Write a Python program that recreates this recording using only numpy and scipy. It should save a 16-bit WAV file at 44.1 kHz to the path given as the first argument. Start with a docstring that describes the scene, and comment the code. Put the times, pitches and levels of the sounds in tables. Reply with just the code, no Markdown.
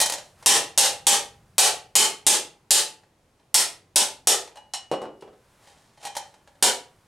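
"""Light rattles of steel on steel, then eleven blows of a small hammer on a curved sheet on an anvil horn.
Each blow is a burst of shaped noise for the crash, plus dying sine waves for the ring of sheet and stand.
In a pause the sheet is let go, a second hammer clinks and its wooden handle drops on the block.
A gloved hand then slides the sheet back: noise driven by tiny slips. Air, rumble and cloth are soft noise.
The workshop adds an echoing tail; a limiter flattens each blow and lets the room swell up behind it."""
import sys
import numpy as np
from scipy import signal
from scipy.fft import rfft, irfft, next_fast_len
from scipy.io import wavfile
from scipy.ndimage import uniform_filter1d

SR = 44100
rng = np.random.default_rng(int(sys.argv[2]) if len(sys.argv) > 2 else 0)


def to_wav(s):
    """Save 16-bit WAV."""
    ch = np.atleast_2d(s).T  # columns
    pcm = np.round(np.clip(ch, -1, 1) * 32767)  # PCM
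    wavfile.write(sys.argv[1], SR, pcm.astype(np.int16))


N = 311785
TIME = np.arange(N) / SR

# stereo width, left-right difference against the middle: pitch_hz [Hz], side_db [dB]
STEREO_WIDTH = [(60, -22), (300, -21), (700, -11), (1500, -8.5), (5000, -8), (9000, -9.5), (12000, -35.5)]
# colour of steel lightly touching or dragging on steel: pitch_hz [Hz], relative_level_db [dB per Hz]
TOUCH_COLOUR = [(100, -29), (300, -12), (560, 2), (820, 4.5), (1300, -6), (1900, -1.5), (2400, -4),
                (4200, -0.5), (6500, -0.5), (9700, -1.5), (12000, -10), (16000, -25.5)]


def amp(db):
    """Turns decibels into a plain gain."""
    return 10 ** (np.asarray(db) / 20)


def rms_one(x):
    """Scales a sound to an average strength (rms) of 1."""
    return x / np.sqrt(np.mean(x ** 2) + 1e-20)


def at_hz(points, hz):
    """Reads a table between its points, with pitch on a log axis as the ear hears it."""
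    table_hz, value = np.transpose(points)
    return np.interp(np.log(hz), np.log(table_hz), value)


def gain_curve(rows):
    """Turns a table of times and levels into a gain at every sample."""
    return amp(np.interp(TIME, *np.transpose(rows)))


def swell(peak_s, db, rise_db_per_s, fall_db_per_s):
    """Gain of one stroke: it grows to its peak and fades, each at a steady rate in decibels."""
    below_peak_db = np.maximum(rise_db_per_s * (peak_s - TIME), fall_db_per_s * (TIME - peak_s))
    return amp(db - np.minimum(below_peak_db, 200))


def place(times, sounds):
    """Adds each sound to the time line at its start time."""
    out = np.zeros(N)
    for start_s, sound in zip(times, sounds):
        i = int(np.clip(start_s * SR, 0, N - 1))
        out[i:i + len(sound)] += sound[:N - i]
    return out


def without_bass(x, edge_hz):
    """Filters out the bass below edge_hz."""
    return signal.sosfilt(signal.butter(2, edge_hz, "high", fs=SR, output="sos"), x)


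def coloured(spectrum, bright_db, size):
    """One row of noise with rms about 1 per entry of bright_db, the treble tilt above 1500 Hz (dB per octave)."""
    fast_size = next_fast_len(size)
    hz = np.maximum(np.fft.rfftfreq(fast_size, 1 / SR), 1)
    tilt_db = np.outer(bright_db, np.log2(np.maximum(hz, 1500) / 1500))
    gain = amp(at_hz(spectrum, hz) + tilt_db)
    gain = gain / np.sqrt(np.mean(gain ** 2, axis=1, keepdims=True))
    white = rng.standard_normal((len(gain), fast_size))
    return irfft(rfft(white) * gain, fast_size)[:, :size]


def dense_modes(spectrum, t60, bright_db, size):
    """A body's crowd of overlapping modes, as fresh noise per contact that fades by 60 dB in t60 seconds."""
    return coloured(spectrum, bright_db, size) * amp(-60 * TIME[:size] / t60)


def ringing(hz, t60, size):
    """One dying sine wave per row; neighbouring rows swing in opposite senses."""
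    t = TIME[:size]
    sense = (-1) ** np.arange(len(hz))[:, None]
    fade = amp(-60 * t / np.array(t60)[:, None])
    return sense * np.sin(2 * np.pi * np.outer(hz, t)) * fade


def struck(modes, strength_db, t60_at_1k, spread_db):
    """Rings all modes per row of strength_db; high ones die sooner, and each contact varies their levels."""
    hz, db = np.transpose(modes)
    t60 = t60_at_1k * (hz / 1000) ** -.2
    scatter_db = spread_db * rng.standard_normal((len(strength_db), len(hz)))
    return amp(db + strength_db + scatter_db) @ ringing(hz, t60, size=24000)


def background():
    """Still air in stereo, a low rumble, and glove and sleeve rubbing as hands move: shaped noise."""
    # colour of the still air: pitch_hz [Hz], relative_level_db [dB per Hz]
    air_colour = [(20, 2), (80, -1), (160, -3), (350, -3.5), (800, -8), (1500, -16), (3000, -20),
                  (6000, -23), (10000, -25.5), (16000, -40)]
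    # colour of rubbing cloth: pitch_hz [Hz], relative_level_db [dB per Hz]
    cloth_colour = [(200, -2), (1000, 13.5), (3000, 2.5), (6000, 0), (9500, 0.5), (13000, -7), (16000, -13)]
    # glove and sleeve rubs: peak_s [s], level_db [dB], rise_and_fall_db_per_s [dB per s]
    rub_table = [(0.41, -57, 280), (1.1, -66, 8), (5.52, -67, 50.5), (5.64, -67.5, 134), (6.9, -66.5, 7)]
    # how the rumble comes and goes: time_s [s], relative_level_db [dB]
    rumble_levels = [(0.0, -58.5), (0.23, -61.5), (1.12, -57), (3.29, -73), (4.21, -65), (4.51, -69),
                     (7.07, -67.5)]
    # colour of the rumble: pitch_hz [Hz], relative_level_db [dB per Hz]
    rumble_colour = [(30, -13), (70, -9.5), (97, -6), (150, -7.5), (220, -18.5), (500, -52)]

    side_colour = [(hz, db + at_hz(STEREO_WIDTH, hz)) for hz, db in air_colour]
    air = coloured(air_colour, [0], N)
    width = coloured(side_colour, [0], N)
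    cloth = coloured(cloth_colour, [0], N)
    rumble = coloured(rumble_colour, [0], N)
    # opposite signs left and right make the air wide
    wide_air = amp(-64.5) * (air + amp(-12) * width * np.array([[1], [-1]]))
    rubbing = sum(swell(peak_s, db, rate, rate) for peak_s, db, rate in rub_table)
    return wide_air + rubbing * cloth + amp(0.5) * gain_curve(rumble_levels) * rumble


def noise_bands(size):
    """Half-octave bands of stereo noise, as (centre Hz, band); the width of each follows STEREO_WIDTH."""
    edges = np.geomspace(20, 18000, num=21)
    white = rng.standard_normal((2, 2, size + 4000))
    for k, (low, high) in enumerate(zip(edges, edges[1:])):
        band_filter = signal.butter(2, [low, high], "band", fs=SR, output="sos")
        # neighbouring bands use different noise; the filter's start-up is cut away
        mid, side = signal.sosfilt(band_filter, white[k % 2])[:, -size:]
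        hz = np.sqrt(low * high)
        yield hz, mid + amp(at_hz(STEREO_WIDTH, hz)) * side * [[1], [-1]]


def workshop(x, build_s):
    """Scattered reflections as fading noise: they build up within milliseconds, and most treble dies sooner."""
    # time the tail takes to fade by 60 dB: pitch_hz [Hz], t60_s [s]
    room_fade = [(100, 0.1873), (400, 0.4449), (900, 0.3321), (2000, 0.3355), (5000, 0.2659),
                 (9000, 0.2256), (15000, 0.0004)]

    t = TIME[:SR * 3 // 4]
    tail = sum(band * amp(-60 * t / at_hz(room_fade, hz)) for hz, band in noise_bands(len(t)))
    tail = tail * (1 - np.exp(-t / build_s))
    tail = tail / np.sqrt(np.sum(tail ** 2) / 2)
    return signal.fftconvolve(x[None], tail, axes=1)[:, :N]


def slide():
    """Steel dragged over steel: a stream of tiny random slips, each feeding noise that dies in milliseconds."""
    # pushes of the sheet over the horn: peak_s [s], level_db [dB], rise_db_per_s, fall_db_per_s [dB per s]
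    push_table = [(5.66, -58, 250.5, 36), (6.045, -40.5, 550.5, 450), (6.26, -58.5, 200, 500)]

    slips_per_s, slip_fade_s = 700, 0.004
    slips = (rng.random(N) < slips_per_s / SR) * rng.exponential(1, N)
    energy = signal.lfilter([1], [1, -np.exp(-1 / (slip_fade_s * SR))], slips + 1e-12)
    scrape = rms_one(np.sqrt(energy) * coloured(TOUCH_COLOUR, [-3.0], N)[0])
    return sum(swell(*push) for push in push_table) * scrape


def bounces(drops, count):
    """Turns each drop into evenly spaced, ever weaker contacts: (times, knock dB, block dB)."""
    contacts = []
    for start_s, knock_db, block_db, gap_s, loss_db in drops:
        for k in range(count):
            contacts.append((start_s + k * gap_s, knock_db - k * loss_db, block_db - k * loss_db))
    return np.transpose(contacts)


def spare_hammer():
    """The second hammer: noise clinks and sine rings of its head, then wooden knocks as the handle bounces."""
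    # the head meets the anvil: start_s [s], clink_db [relative dB], lowest_mode_ring_db [relative dB]
    clink_table = [(4.57, -65.5, -45), (4.736, -22.5, -32), (4.915, -36, -31), (5.017, -47, -52),
                   (5.209, -53.5, -53.5)]
    # the handle drops: start_s [s], knock_db [dB], block_boom_db [dB before its treble is cut],
    # bounce_gap_s [s], loss_per_bounce_db [dB]
    drop_table = [(4.915, -21, -34, 0.011, 1.5), (5.017, -30, -30, 0.019, 3), (5.224, -37.5, -42, 0.053, 6)]
    # upper modes of the head: pitch_hz [Hz], relative_level_db [dB]
    head_modes = [(3044, -19), (4070, -15.5), (4260, -15), (5416, -13), (5560, -23), (7391, -20.5),
                  (7773, -28)]
    # colour of the clink: pitch_hz [Hz], relative_level_db [dB per Hz]
    clink_colour = [(60, -30.5), (300, -19), (800, 2.5), (1400, -11), (3200, -5.5), (4300, -4),
                    (7500, -3.5), (10000, -6), (15000, -33.5)]
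    # colour of the wood: pitch_hz [Hz], relative_level_db [dB per Hz]
    wood_colour = [(30, -38), (80, -35), (130, -18.5), (200, -11), (400, 2.5), (700, 0.5), (1100, -7.5),
                   (1700, -19.5), (4000, -26), (12000, -55.5)]

    start_s, clink_db, ring_db = np.transpose(clink_table)
    knock_s, knock_db, block_db = bounces(drop_table, count=3)
    clink = amp(clink_db - 3.5)[:, None] * dense_modes(clink_colour, 0.128, np.zeros(len(start_s)), size=8000)
    plain = np.zeros(len(knock_s))
    knock = place(knock_s, amp(knock_db)[:, None] * dense_modes(wood_colour, 0.095, plain, size=8000))
    block = place(knock_s, amp(block_db)[:, None] * dense_modes(wood_colour, 0.4, plain, size=22000))
    # only the low boom of the block is kept
    block = signal.sosfilt(signal.butter(1, 170, fs=SR, output="sos"), block)
    upper = place(start_s, struck(head_modes, clink_db[:, None], t60_at_1k=0.28, spread_db=2.0))

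    # every contact feeds more energy into the lowest mode
    lowest_hz, lowest_t60_s = 2904, 0.4
    fade = amp(-60 * TIME[:40000] / lowest_t60_s)
    energy = place(start_s, np.outer(amp(ring_db - 6.0), fade) ** 2)
    lowest = np.sqrt(energy) * np.sin(2 * np.pi * lowest_hz * TIME)
    return place(start_s, clink) + knock + block, upper + lowest


def touches():
    """Light contacts of hammer, sheet and horn: a short noise crash, a shimmer, and the loose sheet's ring."""
    # sheet rattling and touching on the horn: start_s [s], level_db [dB],
    # ring_db [dB against that level], flex_db [dB against that level]
    touch_table = [(0.002, -16, 3.5, -25), (0.013, -12.5, -2, -25), (0.022, -16, -7.5, -25),
                   (0.060, -21, -5, -25), (0.098, -22.5, -8.5, -25), (0.122, -23.5, -9, -25),
                   (0.138, -27, -6, -25), (0.183, -36, -10.5, -20), (0.426, -42.5, -6, -25),
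                   (3.035, -57, -5, -15), (3.397, -61, -2, -20), (4.475, -45, 2, -8), (4.557, -46, 0.5, -1),
                   (4.571, -44, -3.5, -1), (5.673, -55, 4, -15), (5.975, -54, 4, -15),
                   (6.052, -30.5, 2, -6), (6.070, -34.5, 2.5, -5), (6.152, -35, -2, -8),
                   (6.167, -26.5, -3, -8), (6.341, -50, -9, -8), (6.475, -50, -6, -7),
                   (6.553, -59, -4, -10)]
    # modes of the sheet lying loose on the horn: pitch_hz [Hz], relative_level_db [dB]
    loose_modes = [(578, -17), (842, -16), (954, -18), (1890, -17.5), (2430, -22), (3113, -16.5),
                   (3990, -15), (4256, -16), (4308, -17), (5746, -17.5), (6150, -18), (6905, -22.5),
                   (8590, -15.5), (9690, -17)]
    # cluster of bending modes of the loose sheet: pitch_hz [Hz], relative_level_db [dB per Hz]
    bending_colour = [(500, -45), (720, -14), (810, 0), (870, -1), (980, -12), (1300, -50), (16000, -90)]

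    start_s, db, ring_db, flex_db = np.transpose(touch_table)
    level = amp(db)[:, None]
    # a firmer touch is brighter: tilt in dB per octave for each dB above a plain touch
    plain_touch_db, tilt_per_db = -26, 0.2195
    bright_db = tilt_per_db * (db - plain_touch_db)
    tick = dense_modes(TOUCH_COLOUR, .075, bright_db, size=6000)
    shimmer = amp(-25) * dense_modes(TOUCH_COLOUR, 0.48, bright_db, size=22000)
    # the ring follows half of that tilt, around 4000 Hz
    tilt_db = np.outer(bright_db, np.log2(np.array(loose_modes)[:, 0] / 4000) / 2)
    ring = struck(loose_modes, tilt_db + ring_db[:, None], t60_at_1k=0.2, spread_db=2.5)
    flex = amp(flex_db)[:, None] * dense_modes(bending_colour, 0.19, np.zeros(len(start_s)), size=14000)
    return sum(place(start_s, level * part) for part in (tick, shimmer, ring, flex))


def blows():
    """Hammer blows: a noise crash of crowded modes, and the lasting sine ring of sheet, horn and stand."""
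    # hammer blows: start_s [s], force_db [relative dB], brightness_db [dB per octave],
    # flex_db [relative dB], bend_pitch_hz (the sheet's main bending mode) [Hz], stand_thud_db [relative dB]
    blow_table = [(0.4604, 5, -0.05, -7, 805.5, -5), (0.7766, 0, 0.37, -3.5, 807.8, -19.5),
                  (1.0682, -1.5, 0.0446, -2.5, 806, -16.5), (1.5816, 1.5, 0.18, -3.5, 855.7, -1),
                  (1.954, 1, 0.54, -5.5, 882.5, -6), (2.266, -1.5, 0.0, -7, 835, -1),
                  (2.7072, 0, 1.31, -6, 868.5, 3), (3.5431, -3.5, 0.84, -7.5, 864.6, 0.5),
                  (3.9588, -6, -0.5, -5.5, 875.4, -16), (4.272, -8, 0.1257, -0.16, 853, -17),
                  (6.6255, -7.5, -1, -0.5, 959.5, -30)]
    # colour of the struck sheet: pitch_hz [Hz], relative_level_db [dB per Hz]
    sheet_colour = [(30, -44), (100, -31), (230, -17), (400, -1), (680, -2), (830, 8.5), (1080, -5),
                    (2300, -6.5), (3200, 0.5), (6000, 2), (9000, 4.5), (11000, 1), (13000, -10),
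                    (16000, -21.5)]
    # strong modes of the sheet pressed on the horn: pitch_hz [Hz], relative_level_db [dB]
    sheet_modes = [(406, -34), (475, -37), (578, -26), (765, -35.5), (806, -26), (950, -33.5),
                   (1880, -36.5), (2428, -31), (3110, -33.5), (3170, -30.5), (3500, -37), (3992, -29),
                   (4305, -33), (4382, -29.5), (4466, -29), (4716, -29), (5423, -30.5), (5801, -27),
                   (6043, -26.5), (6634, -28), (7745, -29), (8687, -24), (8844, -25), (9429, -27.5)]
    # modes of the anvil and its stand: pitch_hz [Hz], relative_level_db [dB], t60_s [s]
    stand_modes = [(89, -66, 0.42), (149.6, -58.5, .7), (175.2, -57.5, 0.89), (308.9, -46.5, .45)]

    start_s, force_db, bright_db, flex_db, bend_hz, thud_db = np.transpose(blow_table)
    force = amp(force_db)[:, None]
    crack = dense_modes(sheet_colour, 0.05055, bright_db, size=8000)
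    shimmer = amp(-4.5) * dense_modes(sheet_colour, 0.2428, bright_db, size=22000)

    # a sheet that lies loosely flexes more and gives more body
    body_filter = signal.butter(1, [260, 1300], "band", fs=SR, output="sos")
    body_change = amp(flex_db)[:, None] - 1
    crack = force * (crack + body_change * signal.sosfilt(body_filter, crack))
    shimmer = force * (shimmer + body_change * signal.sosfilt(body_filter, shimmer))

    # flex acts only on the low modes of the ring
    is_low = np.array(sheet_modes)[:, 0] < 1300
    ring = struck(sheet_modes, np.outer(flex_db, is_low), t60_at_1k=.33, spread_db=2.0)
    bend_t60 = np.full(len(start_s), .4)
    bend = amp(flex_db - 20)[:, None] * ringing(bend_hz, bend_t60, size=24000)

    stand_hz, stand_db, stand_t60 = np.transpose(stand_modes)
    scatter_db = rng.normal(0, 1.4, (len(start_s), len(stand_hz)))
    stand = amp(stand_db + scatter_db) @ ringing(stand_hz, stand_t60, size=44000)
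    thud = amp(thud_db - 32)[:, None] * ringing([58], [.06], size=6000)

    sheet_ring = without_bass(place(start_s, force * (ring + bend)), edge_hz=150)
    lasting = sheet_ring + place(start_s, force * stand) + place(start_s, thud)
    return without_bass(place(start_s, crack), edge_hz=90), place(start_s, shimmer), lasting


def scene():
    """All anvil sounds come from straight ahead and spread into the room, over the soft background."""
    crack, shimmer, ring = blows()
    knocks, head = spare_hammer()
    small = without_bass(touches() + knocks + slide(), edge_hz=80)
    to_room = amp(4.0) * crack + amp(-8.5) * shimmer + amp(-8) * small + amp(-16.5) * (ring + head)
    direct = amp(-1.0) * crack + amp(2) * shimmer + small + amp(3.5) * ring + head
    return direct + workshop(to_room, build_s=0.0046) + background()


def limiter(x, threshold_db, slope, release_db_per_s, attack_s):
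    """Turns loud sound down, smoothed over the attack time, and lets it come back at a steady rate."""
    power = uniform_filter1d(np.mean(x ** 2, axis=0), size=130)  # averaged over about 3 ms
    over_db = np.maximum(10 * np.log10(np.maximum(power, 1e-12)) - threshold_db, 0)
    # hold each peak and let it sink steadily
    sinking_db = release_db_per_s * TIME
    held_db = np.maximum.accumulate(over_db + sinking_db) - sinking_db
    r = np.exp(-1 / (attack_s * SR))
    smooth_db = signal.lfilter([1 - r], [1, -r], held_db)
    return x * amp(-slope * smooth_db)


def record(dry):
    """Gain control, a fast limiter for the first milliseconds of a blow, rounded peaks, bass and top cut."""
    held = limiter(dry, threshold_db=-15.0, slope=0.8936, release_db_per_s=229.5, attack_s=0.0046)
    held = limiter(held, threshold_db=-11.5, slope=1, release_db_per_s=1500, attack_s=.0002)
    rounded = .72 * np.tanh(held / .72)
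    no_bass = signal.sosfilt(signal.butter(1, 40, "high", fs=SR, output="sos"), rounded)
    # steep cut above 16 kHz
    return signal.sosfilt(signal.ellip(10, .1, 70, 16000, fs=SR, output="sos"), no_bass)


dry = scene()
out = record(dry)
to_wav(out)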